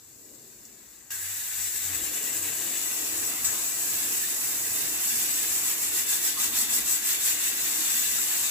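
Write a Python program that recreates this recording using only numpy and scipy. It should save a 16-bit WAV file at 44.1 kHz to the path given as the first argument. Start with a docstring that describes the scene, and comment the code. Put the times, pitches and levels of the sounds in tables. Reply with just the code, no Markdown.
"""Steam seeps faintly from a pressure cooker on a stove. Then the valve weight lifts and a jet hisses out,
throbbing as the weight rocks and spitting a few drops. Vent, lid and rim ring along; below them the
boil makes the hollow pot roar and hum. It is heard in a tiled kitchen, half a metre from a hand-held
phone whose two microphone ports colour the hiss differently, the left with a sharp peak."""
import sys
import numpy as np
from scipy import signal
from scipy.fft import rfft, irfft
from scipy.io import wavfile
from scipy.ndimage import uniform_filter1d

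SR = 44100
rng = np.random.default_rng(int(sys.argv[2]) if len(sys.argv) > 2 else 0)


def wav_out(sig):
    """Save sig, one row per channel (or a flat mono array), as 16-bit PCM at SR to the path in sys.argv[1]."""
    wavfile.write(sys.argv[1], SR, np.round(np.clip(np.atleast_2d(sig).T, -1, 1) * 32767).astype(np.int16))


N = 374850
TIME = np.arange(N) / SR
LIFT_S = 1.1045  # the weight leaves its seat
SEEPING = TIME < LIFT_S
TURN_START_S, TURN_END_S = 2.5, 3.1  # the hand swings the phone round
TURNED = np.clip((TIME - TURN_START_S) / (TURN_END_S - TURN_START_S), 0, 1)


def undb(db):
    """Decibels to gain."""
    return 10 ** (np.asarray(db) / 20)


def unit(x):
    """Scale to rms 1."""
    return x / np.sqrt(np.mean(x ** 2))


def curves(*tables):
    """Interpolate each column over time; a second table takes over at the lift."""
    columns = [np.transpose(table) for table in tables]
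    tracks = [[np.interp(TIME, times, column) for column in values] for times, *values in columns]
    return np.where(SEEPING, tracks[0], tracks[-1])


def swells(rows):
    """Gain curve of summed bell-shaped swells."""
    return sum(undb(db) * np.exp(-((TIME - centre_s) / half_s) ** 2) for centre_s, db, half_s in rows)


def walk(rate_hz):
    """Random steps, smoothed twice, rms 1."""
    hold = int(SR / rate_hz)
    steps = np.repeat(rng.standard_normal(N // hold + 1), hold)
    return unit(uniform_filter1d(uniform_filter1d(steps, hold), hold)[:N])


def colour(x, points):
    """Filter by a spectrum of (Hz, dB) points."""
    hz, db = np.transpose(points)
    log_f = np.log(np.arange(1, N // 2 + 2) * SR / N)
    return irfft(rfft(x) * undb(np.interp(log_f, np.log(hz), db, left=-90)), N)


def resonate(x, modes):
    """Filter by a bank of steep resonances."""
    f = np.arange(1, N // 2 + 2) * SR / N
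    power = sum(undb(2 * db) / (1 + ((f ** 2 - hz ** 2) / (f * width)) ** 2) ** 2
                for hz, width, db in modes)
    return irfft(rfft(x) * np.sqrt(power), N)


def port_noise(correlation):
    """White noise at the left and right ports."""
    mid, side = rng.standard_normal((2, N))
    return (np.sqrt(1 + correlation) * mid + np.sqrt(1 - correlation) * np.array([side, -side])) / 2 ** .5


def ringing(modes, correlation):
    """Noise-driven resonances at both ports, rms 1."""
    return unit(resonate(port_noise(correlation), modes))


def tiles(x, t60_s=.086, echo_db=-2, sway_s=.05):
    """Direct sound plus dense echoes off pots and tiles, unrelated per port, renewed as the hand sways."""
    t = np.arange(SR // 11) / SR
    decay = np.exp(-np.log(1000) * t / t60_s) * (t > .001)
    decay *= undb(echo_db) / np.sqrt(np.sum(decay ** 2))
    hop = int(sway_s * SR)
    window = np.sin(np.pi * np.arange(2 * hop) / (2 * hop))
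    padded = np.pad(x, ((0, 0), (hop, 2 * hop)))
    echoes = np.zeros((2, N + 4 * hop + len(t)))
    for i in range(0, N + hop, hop):
        response = decay * rng.standard_normal((2, len(t)))
        echo = signal.fftconvolve(padded[:, i:i + 2 * hop] * window, response, axes=1)
        echoes[:, i:i + echo.shape[1]] += echo
    left = np.where(TURNED < .5, x[0], np.roll(x[0], 4))  # further off once turned
    return (np.array([left, x[1]]) + echoes[:, hop:hop + N]) / np.sqrt(1 + undb(2 * echo_db))


# Low room resonances. Each row: centre in Hz, width in Hz, gain in dB.
KITCHEN_MODES = [(86, 58, -20), (125.6, 33, 1.5), (158, 73, -4.5)]


def kitchen_rumble(roar_db):
    """The room rumbles beneath the boil, partly following its level."""
    return undb(.67 * roar_db - 28.5 + 1.2 * walk(4.1)) * ringing(KITCHEN_MODES, correlation=1)


# Thuds at the phone. Each row: centre in seconds, level in dB, half length in seconds.
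THUD_SWELLS = [(1.62, -68, 0.08), (1.99, -57, 0.11), (4.24, -74, 0.1), (5.55, -72, .2), (6.55, -65, .08),
               (6.82, -67, .1), (7.65, -70, .12)]
# Their spectrum. Each row: centre in Hz, width in Hz, gain in dB.
THUD_MODES = [(30, 20, -15), (55, 21, 2)]


def handling(floor_db=-75):
    """The hand on the phone makes a faint rumble and soft thuds."""
    return (undb(floor_db + 3.2 * walk(4.25)) + swells(THUD_SWELLS)) * ringing(THUD_MODES, correlation=.75)


# The pot's lowest resonance. Each row: centre in Hz, width in Hz, gain in dB.
HUM_MODE = [(92.2, 41, 0)]
# Booms. Each row: centre in seconds, level in dB, half length in seconds.
BOOM_SWELLS = [(.13, -67, .07), (1.27, -55.5, 0.13), (1.62, -59, 0.11), (1.9, -49.5, 0.07),
               (2.05, -60, 0.098), (2.43, -53, 0.068), (3.2, -60, .1), (3.49, -55, 0.063),
               (4.73, -56, 0.065), (5.2, -62, 0.16), (5.55, -63, 0.14), (6.45, -66, .1), (8.12, -62, .06)]


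def pot_hum(hum_db=-68, seep_cut_db=5, waver_db=3.5, boom_hz=93.2):
    """The pot hums on its lowest note and booms briefly on it."""
    level_db = hum_db - seep_cut_db * SEEPING + waver_db * walk(4.63)
    hum = undb(level_db) * ringing(HUM_MODE, correlation=.88)
    pitch_hz = boom_hz * (1 + .03 * walk(20))
    note = np.sqrt(2) * np.sin(2 * np.pi * np.cumsum(pitch_hz) / SR)
    return hum + swells(BOOM_SWELLS) * note


# Strength of the boil. Each row: time in seconds, level in dB.
BOIL_LEVEL = [(0.0, -68), (0.2, -61), (0.45, -59), (0.55, -62), (0.65, -60.5), (0.95, -66.5), (1.5, -61.5),
              (1.7, -60.5), (1.9, -53), (2.2, -49), (2.9, -50.5), (3.2, -47), (3.65, -51.5), (4.3, -50.5),
              (4.8, -49.5), (5.75, -51.5), (6.5, -51), (6.95, -52), (7.9, -52.5), (8.5, -53)]
# Pot resonances. Each row: centre in Hz, width in Hz, gain in dB.
SIMMER_MODES = [(208, 120, -2), (310, 270, 2), (430, 140, -3.5), (616, 220, -13)]
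ROAR_MODES = [(204, 37, -9), (245, 56, -3), (307, 16, 4), (285, 55, -8), (342, 33, 1), (400, 46, -6.5),
              (442.6, 44, -2.5), (544, 350, -10)]
MOAN_MODE = [(233.4, 35, 0)]
# One ring swells alone. Each row: centre in seconds, level in dB, half length in seconds.
MOAN_SWELLS = [(0.72, -68, .08), (3.45, -59, .12), (5.2, -56.5, .2), (6.6, -54, 0.27), (7.9, -60, 0.55)]


def boil(flutter_db=1.24):
    """Boiling drives the hollow pot's low resonances, which sharpen as it gets louder."""
    roar_db, = curves(BOIL_LEVEL)
    vigour = np.clip((roar_db + 61) / 7.1, 0, 1)
    roar = np.sqrt(vigour) * ringing(ROAR_MODES, correlation=.75)
    simmer = np.sqrt(1 - vigour) * ringing(SIMMER_MODES, correlation=.7)
    gain = undb(roar_db + flutter_db * walk(16))
    moan = swells(MOAN_SWELLS) * ringing(MOAN_MODE, correlation=.87)
    return (gain * (roar + simmer) + moan) * undb([[1.5], [-1.5]])


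# Pot body resonances. Each row: centre in Hz, width in Hz, gain in dB.
BODY_MODES = [(700, 200, -3), (820, 340, 0), (1137, 740, 3)]
THIN_RING_MODE = [(689, 24, 0)]
# The thin ring fades as the boil settles. Each row: time in seconds, level in dB.
THIN_RING_LEVEL = [(1.8, -90), (2.2, -64), (3.9, -60.5), (5.2, -66), (6.2, -74), (8.5, -70)]


def pot_body(body_db, throb_db):
    """The body rings broadly with the steam and partly follows its throb; one thin ring stands out."""
    broad = undb(body_db + .54 * throb_db + .93 * walk(9)) * ringing(BODY_MODES, correlation=.27)
    thin = undb(curves(THIN_RING_LEVEL)[0]) * ringing(THIN_RING_MODE, correlation=.41)
    return (broad + thin) * undb([[2.5], [.1]])


# Vent chirps. Each row: start in seconds, length in seconds, start and end pitch in Hz, level in dB.
VENT_CHIRPS = [(.4, .13, 450, 335, -61), (1.11, 0.034, 1640, 1560, -47), (3.443, 0.037, 1200, 1360, -48),
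               (3.477, 0.023, 1380, 1350, -49), (3.522, 0.041, 1016, 1016, -52),
               (3.525, .04, 1220, 1220, -53), (4.23, 0.03, 1676, 1840, -42.5),
               (6.362, .035, 1090, 1110, -47), (6.362, 0.084, 1250, 1190, -45),
               (8.176, .025, 1320, 1410, -46.5), (8.304, 0.047, 1730, 1690, -40.5)]


def vent_chirps(pitch_waver=.02):
    """The vent gives brief rough tones that waver in level and pitch."""
    out, waver = np.zeros(N), walk(250)
    for start_s, length_s, start_hz, end_hz, db in VENT_CHIRPS:
        i, n = int(start_s * SR), int(length_s * SR)
        hz = np.linspace(start_hz, end_hz, n) * (1 + pitch_waver * waver[i:i + n])
        out[i:i + n] += undb(db) * np.sqrt(2 * np.hanning(n)) * np.sin(2 * np.pi * np.cumsum(hz) / SR)
    return out * undb(3.4 * walk(90)) * undb([[1.5], [-1.5]])


def turbulence(flutter_db, flutter_hz, correlation, drops_per_s=500, spray_db=-22):
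    """Eddies flutter the noise, droplets crackle; the plume is wide, so each port hears other eddies."""
    hits = rng.random(N) < drops_per_s / SR
    drops = hits * undb(1.6 * rng.exponential(size=N)) * rng.standard_normal(N)
    return undb(flutter_db * walk(flutter_hz)) * port_noise(correlation) + undb(spray_db) * unit(drops)


# Resonances of the cooker's top. Each row: centre in Hz, width in Hz, gain in dB.
VENT_MODES = [(1578, 255, -1.5), (1695, 52, 2.5), (1824, 470, -3), (1933, 95, 1)]
LID_MODES = [(2230, 600, -3), (2746, 546, 3)]
RIM_MODES = [(3490, 310, 1.5), (3820, 470, 3), (4434, 380, -0.5), (4790, 440, -2.5)]


def lid_rings(vent_db, lid_db, rim_db, throb_db, drift_db=1, flicker_db=2):
    """Gusts of steam ring the vent tube, lid and rim, which partly follow the throb."""
    gusts = turbulence(flutter_db=1, flutter_hz=60, correlation=.59)
    vent = resonate(gusts, VENT_MODES)
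    lid = sum(undb(drift_db * walk(3)) * resonate(gusts, [mode]) for mode in LID_MODES)
    rim = sum(undb(flicker_db * walk(9)) * resonate(gusts, RIM_MODES[k::2]) for k in range(2))
    rings = undb(vent_db) * unit(vent) + undb(lid_db) * unit(lid) + undb(rim_db) * unit(rim)
    return tiles(undb(.52 * throb_db) * rings) * undb([[2.9], [.9]])


# Spat drops. Each row: start in seconds, level before filtering in dB, rise and T60 in seconds.
SPAT_DROPS = [(0.34, -39, .008, .06), (0.653, -24.5, 0.00032, .006), (0.6565, -43, .001, 0.074),
              (1.103, -41, 0.00018, 0.047), (1.496, -30, .0003, 0.0034), (3.441, -15.5, 0.006, 0.27),
              (7.283, -14, .0005, 0.0068)]
# Their spectrum: bright, with a dip near 11 kHz. Each row: frequency in Hz, gain in dB.
SPIT_SPECTRUM = [(4000, -10), (8500, -3.5), (11000, -24), (16000, -3)]


def spits():
    """Each water drop spat from the vent is a quick burst of noise that dies away."""
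    envelope = 0
    for start_s, db, rise_s, t60_s in SPAT_DROPS:
        t = np.clip(TIME - start_s, 0, None)
        envelope += undb(db) * np.clip(t / rise_s, 0, 1) * np.exp(-np.log(1000) * t / t60_s)
    return colour(envelope * rng.standard_normal(N), SPIT_SPECTRUM)


# Bouts of rocking. Each row: start, end, fade and time of one puff in seconds, rate at that puff in Hz,
# slowing in Hz per second, depth 0-1, lean towards a quick rise 0-1.
ROCKING_BOUTS = [(1.55, 2.64, 0.29, 2.056, 10, 0.032, 0.18, 0.1),
                 (3.5, 5.56, 0.4, 4.19, 3.21, -0.18, 0.12, 0.87),
                 (5.403, 7.782, 0.68, 6.588, 6.193, 1.12, 0.43, 0.0)]


def rocking_db():
    """The rocking weight opens and narrows the gap: round puffs with sharp dips between."""
    gap = 1
    for start_s, end_s, fade_s, puff_s, hz, slowing, depth, lean in ROCKING_BOUTS:
        swing = depth * np.clip(np.minimum(TIME - start_s, end_s - TIME) / fade_s, 0, 1)
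        t = TIME - puff_s
        phase = 2 * np.pi * (hz * t - .5 * slowing * t ** 2)
        gap += swing * np.cos(phase + lean * np.cos(phase))
    return 20 * np.log10(np.clip(gap, .1, None))


# Narrow rings of the weight's cap. Each row: centre in Hz, width in Hz, gain in dB.
CAP_MODES = [(5760, 47, -8), (7130, 56, -9), (7900, 54, -7), (11700, 160, -5), (14540, 120, -9)]
# Hiss spectrum at each port. Each row: frequency in Hz, gain in dB.
HISS_LEFT = [(4000, -15), (5000, -16.5), (5600, -8.5), (6300, -7), (7200, -1), (7600, 0), (7950, 2),
             (8350, -5), (8800, -11), (9600, -15.5), (10600, -14), (11700, -13.5), (13000, -12),
             (14000, -13.5), (14700, -9.5), (15400, -11)]
HISS_RIGHT = [(3900, -25), (4200, -18.5), (5000, -11), (5600, -13.5), (6300, -8.5), (7200, -10.5),
              (8000, -12.5), (8800, -11), (9600, -7), (10600, -5), (11700, -4), (12500, -6.5), (13500, -6),
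              (14600, -6.5), (15400, -3)]


def valve_hiss(flow_db, balance_db):
    """Turbulent steam and spat drops leave the valve and ring the weight's cap."""
    plume = undb(flow_db) * turbulence(flutter_db=.44, flutter_hz=150, correlation=.083)
    jet = tiles(plume + spits())
    jet += resonate(jet, CAP_MODES)
    filter_rms = np.sqrt(np.mean(colour(rng.standard_normal(N), HISS_LEFT) ** 2))
    hiss = np.array([colour(jet[0], HISS_LEFT), colour(jet[1], HISS_RIGHT)]) / filter_rms
    return hiss * undb(3.5 + .5 * np.array([balance_db, -balance_db]))


# Steam flow before and after the lift. Each row: time in seconds, hiss level in dB.
SEEP_FLOW = [(0.0, -54.5), (0.35, -52), (0.6, -53), (0.75, -52), (1.08, -52.5)]
JET_FLOW = [(1.12, -34.5), (1.17, -36.5), (1.35, -34), (1.53, -35), (1.62, -32.5), (2.05, -33.5),
            (2.33, -31.5), (2.55, -32.5), (3.0, -32), (3.28, -31.5), (3.33, -33.5), (3.44, -33),
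            (3.7, -31.5), (4.15, -30.5), (4.95, -30.5), (5.1, -28), (5.35, -29.5), (6.0, -29.5),
            (6.13, -28), (6.45, -29.5), (6.9, -28), (7.2, -29), (7.3, -28), (7.53, -31), (7.7, -29.2),
            (8.15, -27.5), (8.5, -29.5)]
# Ringing and balance. Each row: time in seconds, then body, vent, lid, rim, left minus right hiss in dB.
SEEP_RINGS = [(0.05, -71.5, -73.5, -71.5, -73, 4), (0.7, -70.5, -69, -68, -67.5, 4),
              (1.08, -67.5, -66, -67.5, -73, 5.5)]
JET_RINGS = [(1.12, -57, -50, -50, -51, 2), (1.19, -57.5, -48.5, -52.5, -49.5, -1),
             (1.3, -55, -51, -49, -49, 1), (1.8, -58.5, -49.5, -48, -47.5, 3),
             (1.9, -53, -49.5, -47.5, -49, 3.5), (2.25, -52.5, -50.5, -47, -50, 2),
             (2.8, -51.5, -52, -45.5, -48.5, 3), (3.35, -51, -52.5, -47.5, -47.5, 1),
             (3.5, -49.5, -48.5, -46, -49, 1.5), (3.65, -51, -53.5, -47, -48, 1.5),
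             (4.3, -52, -50.5, -47, -49, -0.5), (5.0, -50, -50, -46, -45.5, 0),
             (6.3, -50, -48, -44.5, -43, 0.5), (7.4, -50, -46.5, -44.5, -42.5, 1.5),
             (8.45, -50, -48.5, -44.5, -41.5, 1.5)]
# Colour at each port as the phone is aimed before the lift (seep) and before the turn (jet).
# Each row: frequency in Hz, gain in dB.
SEEP_EQ_LEFT = [(100, -1), (3000, -2), (4500, 2), (5800, -1.5), (7300, 1.5), (8200, -2.5), (9400, -4),
                (10100, -6), (11300, -4), (12200, -2), (14000, -2), (15400, 0)]
SEEP_EQ_RIGHT = [(100, 0), (1800, -1), (3200, -6), (3700, 1), (5000, 3), (7000, 1.5), (9000, -2),
                 (11500, 0.5), (12700, 2), (13600, 0), (15400, -1)]
UNTURNED_EQ_LEFT = [(100, 4), (1800, 0), (2600, -2.5), (4500, -1.5), (5700, -1.5), (7400, 1), (9000, -1.5),
                    (10800, -1.5), (12400, 3), (13600, 1.5), (14800, 4), (15400, 2)]
UNTURNED_EQ_RIGHT = [(100, 0), (3200, 0.56), (5000, -1.3), (9000, -.5), (10000, 1.2), (10800, -0.85),
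                     (12200, 1.7), (13200, -1), (15400, -2)]


def steam(drift_db=.5):
    """Steam seeps, then jets once the weight lifts; its colour shifts as the phone turns."""
    throb_db = rocking_db() + drift_db * walk(12)
    flow_db, = curves(SEEP_FLOW, JET_FLOW)
    body_db, vent_db, lid_db, rim_db, balance_db = curves(SEEP_RINGS, JET_RINGS)
    bright = valve_hiss(flow_db + throb_db, balance_db) + lid_rings(vent_db, lid_db, rim_db, throb_db)
    left, right = bright
    seep = np.array([colour(left * SEEPING, SEEP_EQ_LEFT), colour(right * SEEPING, SEEP_EQ_RIGHT)])
    unturned = np.array([colour(left, UNTURNED_EQ_LEFT), colour(right, UNTURNED_EQ_RIGHT)])
    jet = (TURNED * bright + (1 - TURNED) * unturned) * ~SEEPING
    return seep + jet + pot_body(body_db, throb_db)


def scene():
    """Everything that reaches the two ports."""
    cooker = steam() + vent_chirps() + boil()
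    lows = pot_hum() + kitchen_rumble(curves(BOIL_LEVEL)[0]) + handling()
    return cooker + lows * undb([[2.3], [-2.3]])


def record(dry):
    """The phone cuts the top treble steeply."""
    cutoff_hz = 15490
    return signal.sosfilt(signal.ellip(14, .3, 62, cutoff_hz, fs=SR, output="sos"), dry)


dry = scene()
out = record(dry)
wav_out(out)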